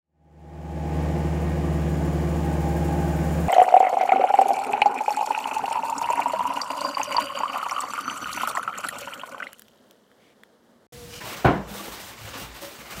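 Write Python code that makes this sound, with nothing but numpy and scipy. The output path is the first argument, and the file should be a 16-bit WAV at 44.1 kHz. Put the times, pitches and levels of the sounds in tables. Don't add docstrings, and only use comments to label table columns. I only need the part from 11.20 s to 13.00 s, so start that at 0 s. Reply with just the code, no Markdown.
import sys
import numpy as np
from scipy import signal
from scipy.io import wavfile
from scipy.ndimage import uniform_filter1d, minimum_filter1d

SR = 44100
rng = np.random.default_rng(int(sys.argv[2]) if len(sys.argv) > 2 else 0)


def digitize_waveform(pressure):
    field = np.atleast_2d(pressure).T
    bounded = np.clip(field, -1, 1)
    quanta = np.round(bounded * 32767).astype(np.int16)
    wavfile.write(sys.argv[1], SR, quanta)


def voltage_ratio(level):
    return 10 ** (np.asarray(level, float) / 20)


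N = 79380
T = np.arange(N) / SR

# f/Hz, level/dB per Hz
RUMBLE_COLOUR = [(25, -38), (40, -24), (56, 6), (80, -5.5), (115, -8), (200, -10.5), (350, -7)]
RUMBLE_DB = -56

# t/s, level/dB
THUMP_CONTACTS = [
    (0.2461, -29),
    (0.2471, -9),
    (0.2544, -10),
    (0.2581, -11.5),
    (.268, -11.5),
    (.279, -13),
    (0.281, -12.5),
    (.288, -14),
    (0.321, -12),
    (.355, -19),
]
# f/Hz, level/dB, time to fall 60 dB/s
STALL_TONES = [(69.6, -12, 0.12), (122.4, -5, 0.2), (159.4, -13, 0.46), (243, -8, 0.21), (284.3, -7, 0.25),
               (336.2, -10, 0.27), (390, -6, 0.16), (526, -16, 0.21), (614, -12, .15), (695.4, -5, .2),
               (733, -9, .2), (1036, -14.5, 0.32), (1418, -13, 0.2), (1498, -10.5, 0.094)]
# f/Hz, level/dB per Hz
BOOM_COLOUR = [(50, -18), (120, -4), (300, -6.5), (600, -4), (1000, -8), (1600, -13), (3000, -24),
               (6000, -59)]
# f/Hz, time to fall 60 dB/s
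BOOM_FADE = [(60, 0.33), (250, 0.6), (700, 0.56), (1500, 0.5), (4000, 0.34)]
BOOM_DB, BOOM_RISE_S = -13, 0.0031
CRACK_DB, CRACK_T60_S = -40.5, 0.1
CONTACT_DB, CONTACT_HZ = 4.5, 625

# t/s, peak level/dB, f/Hz, time to fall 60 dB/s
PANEL_HUMS = [(.242, -12.5, 760, 0.13), (.242, -15, 670, .1), (0.27, -17.5, 203, 0.44),
              (.352, -15.5, 197, 0.19), (.414, -27, 200, 0.18), (.457, -36, 202, 0.13),
              (.507, -30, 200, 0.53), (.37, -30.5, 58.6, 0.61), (.43, -36, 58.4, 0.67),
              (.46, -38, 110, 0.32), (0.75, -46, 56, 0.44), (.66, -44.5, 55, 0.66), (1.21, -40, 55.5, .6),
              (1.285, -41, 57, 0.56), (1.74, -40, 64, .5), (1.77, -45, 120, 0.26), (0.15, -40, 160, .2),
              (1.15, -36.5, 271, 0.19), (.59, -36, 1150, 0.4), (.01, -36, 1000, 0.22)]
# t/s, peak level/dB, f/Hz, time to fall 60 dB/s
BRUSH_KNOCKS = [(0.546, -28, 492, 0.062), (.598, -31.5, 329, .15), (.678, -29, 544, 0.037),
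                (.676, -38, 730, 0.056), (0.976, -36.5, 109, .15), (1.008, -32, 115, 0.16),
                (1.039, -32, 105, 0.31), (1.07, -36.5, 548, 0.084), (1.095, -31.5, 111, 0.13),
                (1.151, -38, 490, .1), (1.165, -41, 860, 0.14), (1.213, -31.5, 199, 0.095),
                (1.234, -33, 119, 0.068), (1.418, -34, 562.5, 0.3), (1.465, -41, 579, 0.32),
                (1.425, -33.5, 328, 0.15), (1.586, -37, 222, .1), (1.715, -42, 1130, .08),
                (1.772, -36, 726, 0.084), (1.773, -33.5, 170, 0.13), (.11, -35, 294, 0.084),
                (0.028, -38.5, 119, 0.29)]
KNOCK_PUSH_S = 0.0091

# start t/s, length/s, bristle hiss level/dB, wall drag level/dB
BRUSH_STROKES = [(0.0, 0.048, -47, -39.5), (0.044, 0.08, -42, -38), (0.159, 0.04, -46, -39),
                 (0.24, 0.028, -57, -59), (0.42, 0.063, -63, -49.5), (.47, 0.065, -44.5, -45),
                 (0.532, 0.079, -41.5, -41.5), (0.629, 0.055, -43, -41.5), (0.71, .04, -42, -41.5),
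                 (0.789, 0.11, -45, -46), (0.981, 0.084, -49, -48), (1.047, 0.1, -51, -44),
                 (1.131, 0.032, -50, -37.5), (1.166, 0.056, -42.5, -43.5), (1.192, 0.023, -43.5, -40),
                 (1.336, 0.037, -49, -47), (1.405, 0.048, -42.5, -43), (1.458, 0.12, -49.5, -54),
                 (1.575, 0.11, -51.5, -50), (1.697, 0.035, -43.5, -40), (1.759, 0.055, -42.5, -41)]
ATTACK_S, RELEASE_DB_PER_S = 0.012, 222
REST_HISS_DB, REST_DRAG_DB = -55.5, -46
FLICKS_PER_S, FLICK_SPREAD_DB = 9000, 2.5
# f/Hz, level/dB per Hz
HISS_COLOUR = [(1500, -19), (3000, 4.5), (5000, -1.5), (7500, -3), (9300, -0.5), (10500, -5.5), (12000, -2),
               (15500, -1)]
# f/Hz, level/dB per Hz
DRAG_COLOUR = [(120, -2), (250, -0.5), (550, -0.5), (750, 0.5), (1150, 0), (2200, -2.5), (4000, -9.5),
               (7000, -12.5)]

ROOM_T60_S, WALL_CUT_HZ, ROOM_DB = 0.38, 7000, -18
DUCK_FROM_DB, DUCK_SHARE = -22, 0.63
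DUCK_HOLD_S, DUCK_ATTACK_S, DUCK_BACK_DB_PER_S = 0.17, 0.14, 300
MIC_LOW_HZ, MIC_TOP_HZ = 47, 15720


def rms_one(x):
    return x / np.sqrt(np.mean(x ** 2) + 1e-20)


def at_hz(points, hz):
    known_hz, values = np.array(points)[:, 0], np.array(points)[:, 1]
    return np.interp(np.log(hz), np.log(known_hz), values)


def drift(rate):
    step = 40
    r = np.exp(-2 * step * np.pi * rate / SR)
    noise = rng.standard_normal(N // step + 2002)
    slow = signal.lfilter([1], [1, -2 * r, r * r], noise)[2000:]
    return np.interp(np.arange(N) / step, np.arange(len(slow)), rms_one(slow))


def ring(clicks, hz, t60):
    r = voltage_ratio(-60 / (t60 * SR))
    w = 2 * np.pi * hz / SR
    return signal.lfilter([0, np.sin(w)], [1, -2 * r * np.cos(w), r * r], clicks + 1e-18)


def coloured(sources, spectrum, patchy_db, patch_rate, t60s=None):
    edges = np.geomspace(spectrum[0][0] / 1.3, min(spectrum[-1][0] * 1.15, 17000), 20)
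    since = np.maximum(T - THUMP_CONTACTS[0][0], 0)
    out, steady = np.zeros(N), np.zeros(N)
    for k, (low, high) in enumerate(zip(edges, edges[1:])):
        hz = np.sqrt(low * high)
        band_filter = signal.butter(2, [low, high], "band", fs=SR, output="sos")
        band = signal.sosfilt(band_filter, sources[k % 2])
        band = band * voltage_ratio(at_hz(spectrum, hz) + patchy_db * drift(patch_rate))
        steady += band
        if t60s is not None:
            band = band * voltage_ratio(-60 * since / at_hz(t60s, hz))
        out += band
    return out / np.sqrt(np.mean(steady ** 2))


def rumble():
    noise = rng.standard_normal((2, N))
    return voltage_ratio(RUMBLE_DB) * coloured(noise, RUMBLE_COLOUR, patchy_db=5.7, patch_rate=4.3)


def stall_echo(x):
    out, dull = np.zeros(N), np.exp(-2 * np.pi * WALL_CUT_HZ / SR)
    lags = (rng.uniform(0.008, 0.03, size=10) * SR).astype(int)
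    for k, lag in enumerate(lags):
        loop, state = x.copy(), [0.]
        gain = voltage_ratio(-60 * lag / SR / ROOM_T60_S)
        for i in range(lag, N, lag):
            back, state = signal.lfilter([gain * (1 - dull)], [1, -dull], loop[i - lag:i], zi=state)
            loop[i:i + lag] += back[:N - i]
        out += (loop - x) * (-1) ** k
    return out


def thump():
    s, db = np.transpose(THUMP_CONTACTS)
    at = (s * SR).astype(int)
    chance_db = rng.normal(0, 4, (len(s), len(STALL_TONES)))
    signs = rng.choice([-1, 1], chance_db.shape)
    out = np.zeros(N)
    for k, (hz, level_db, t60) in enumerate(STALL_TONES):
        clicks = np.zeros(N)
        clicks[at] = signs[:, k] * voltage_ratio(db + level_db - 8 + chance_db[:, k])
        out += ring(clicks, hz, t60)

    clicks = np.zeros(N)
    clicks[at] = signs[:, 0] * voltage_ratio(db + CONTACT_DB)
    out += ring(clicks, CONTACT_HZ, 2.3 / CONTACT_HZ)

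    since = np.maximum(T - s[0], 0)
    rise = 1 - np.exp(-since / BOOM_RISE_S)
    noise = rng.standard_normal((2, N))
    boom = voltage_ratio(BOOM_DB) * coloured(noise, BOOM_COLOUR, patchy_db=-0.5, patch_rate=16, t60s=BOOM_FADE)
    bright = signal.lfilter([1, -0.8], [1], rng.standard_normal(N))
    crack = voltage_ratio(CRACK_DB - 60 * since / CRACK_T60_S) * bright
    return out + rise * (boom + crack)


def knocks():
    events = [*BRUSH_KNOCKS, *PANEL_HUMS]
    out, size = np.zeros(N), int(KNOCK_PUSH_S * SR)
    for s, db, hz, t60 in events:
        shape = rng.standard_normal(size) * np.hanning(size)
        tuned = abs(np.sum(shape * np.exp(-2j * np.pi * hz * np.arange(size) / SR)))
        strength = tuned + 0.3 * np.sqrt(np.sum(shape ** 2))
        start = int(s * SR)
        push = np.zeros(N + size)
        push[start:start + size] = voltage_ratio(db) * shape / strength
        out += ring(push[:N], hz, t60)
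    return signal.sosfilt(signal.butter(2, 2000, fs=SR, output="sos"), out)


def pressure(column, rest_db):
    power = voltage_ratio(2 * rest_db) * np.ones(N)
    for row in BRUSH_STROKES:
        start, length = row[0], row[1]
        rise = np.clip((T - start) / ATTACK_S, 0, 1) ** 2
        fall_db = RELEASE_DB_PER_S * np.maximum(T - start - length, 0)
        power += rise * voltage_ratio(2 * (row[column] - fall_db))
    return np.sqrt(power)


def brush():
    sizes = voltage_ratio(FLICK_SPREAD_DB * np.minimum(rng.exponential(1, (4, N)), 5))
    signs = rng.choice([-1, 1], (4, N))
    flicks = sizes * signs * (rng.random((4, N)) < FLICKS_PER_S / SR)
    flutter = voltage_ratio(0.75 * drift(20))
    hiss = coloured(flicks[:2], HISS_COLOUR, patchy_db=0.3, patch_rate=15)
    drag = coloured(flicks[2:], DRAG_COLOUR, patchy_db=2.0, patch_rate=25.5)
    hiss = hiss * pressure(column=2, rest_db=REST_HISS_DB)
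    drag = drag * pressure(column=3, rest_db=REST_DRAG_DB)
    return flutter * (hiss + drag)


def scene():
    near = brush() + knocks()
    echo = voltage_ratio(ROOM_DB) * stall_echo(near)
    return (rumble() + echo + thump() + near)[None]


def roll_off(x):
    return signal.sosfilt(signal.butter(12, 17050, fs=SR, output="sos"), x)


def record(dry):
    level_db = 10 * np.log10(uniform_filter1d(dry[0] ** 2, size=800) + 1e-12)
    over = DUCK_SHARE * np.maximum(level_db - DUCK_FROM_DB, 0)
    hold = int(DUCK_HOLD_S * SR)
    held = -minimum_filter1d(-np.r_[np.zeros(hold), over], hold, origin=-(hold // 2))[:N]
    back_db = DUCK_BACK_DB_PER_S * T
    held = np.maximum.accumulate(held + back_db) - back_db
    r = np.exp(-1 / (DUCK_ATTACK_S * SR))
    duck_db = np.minimum(held, signal.lfilter([1 - r], [1, -r], held))
    x = dry * voltage_ratio(-duck_db)
    x = signal.sosfilt(signal.ellip(14, 0.5, 75, MIC_TOP_HZ, fs=SR, output="sos"), x)
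    x = signal.sosfilt(signal.butter(4, MIC_LOW_HZ, "high", fs=SR, output="sos"), x)
    return roll_off(x)


dry = scene()
out = record(dry)
digitize_waveform(out)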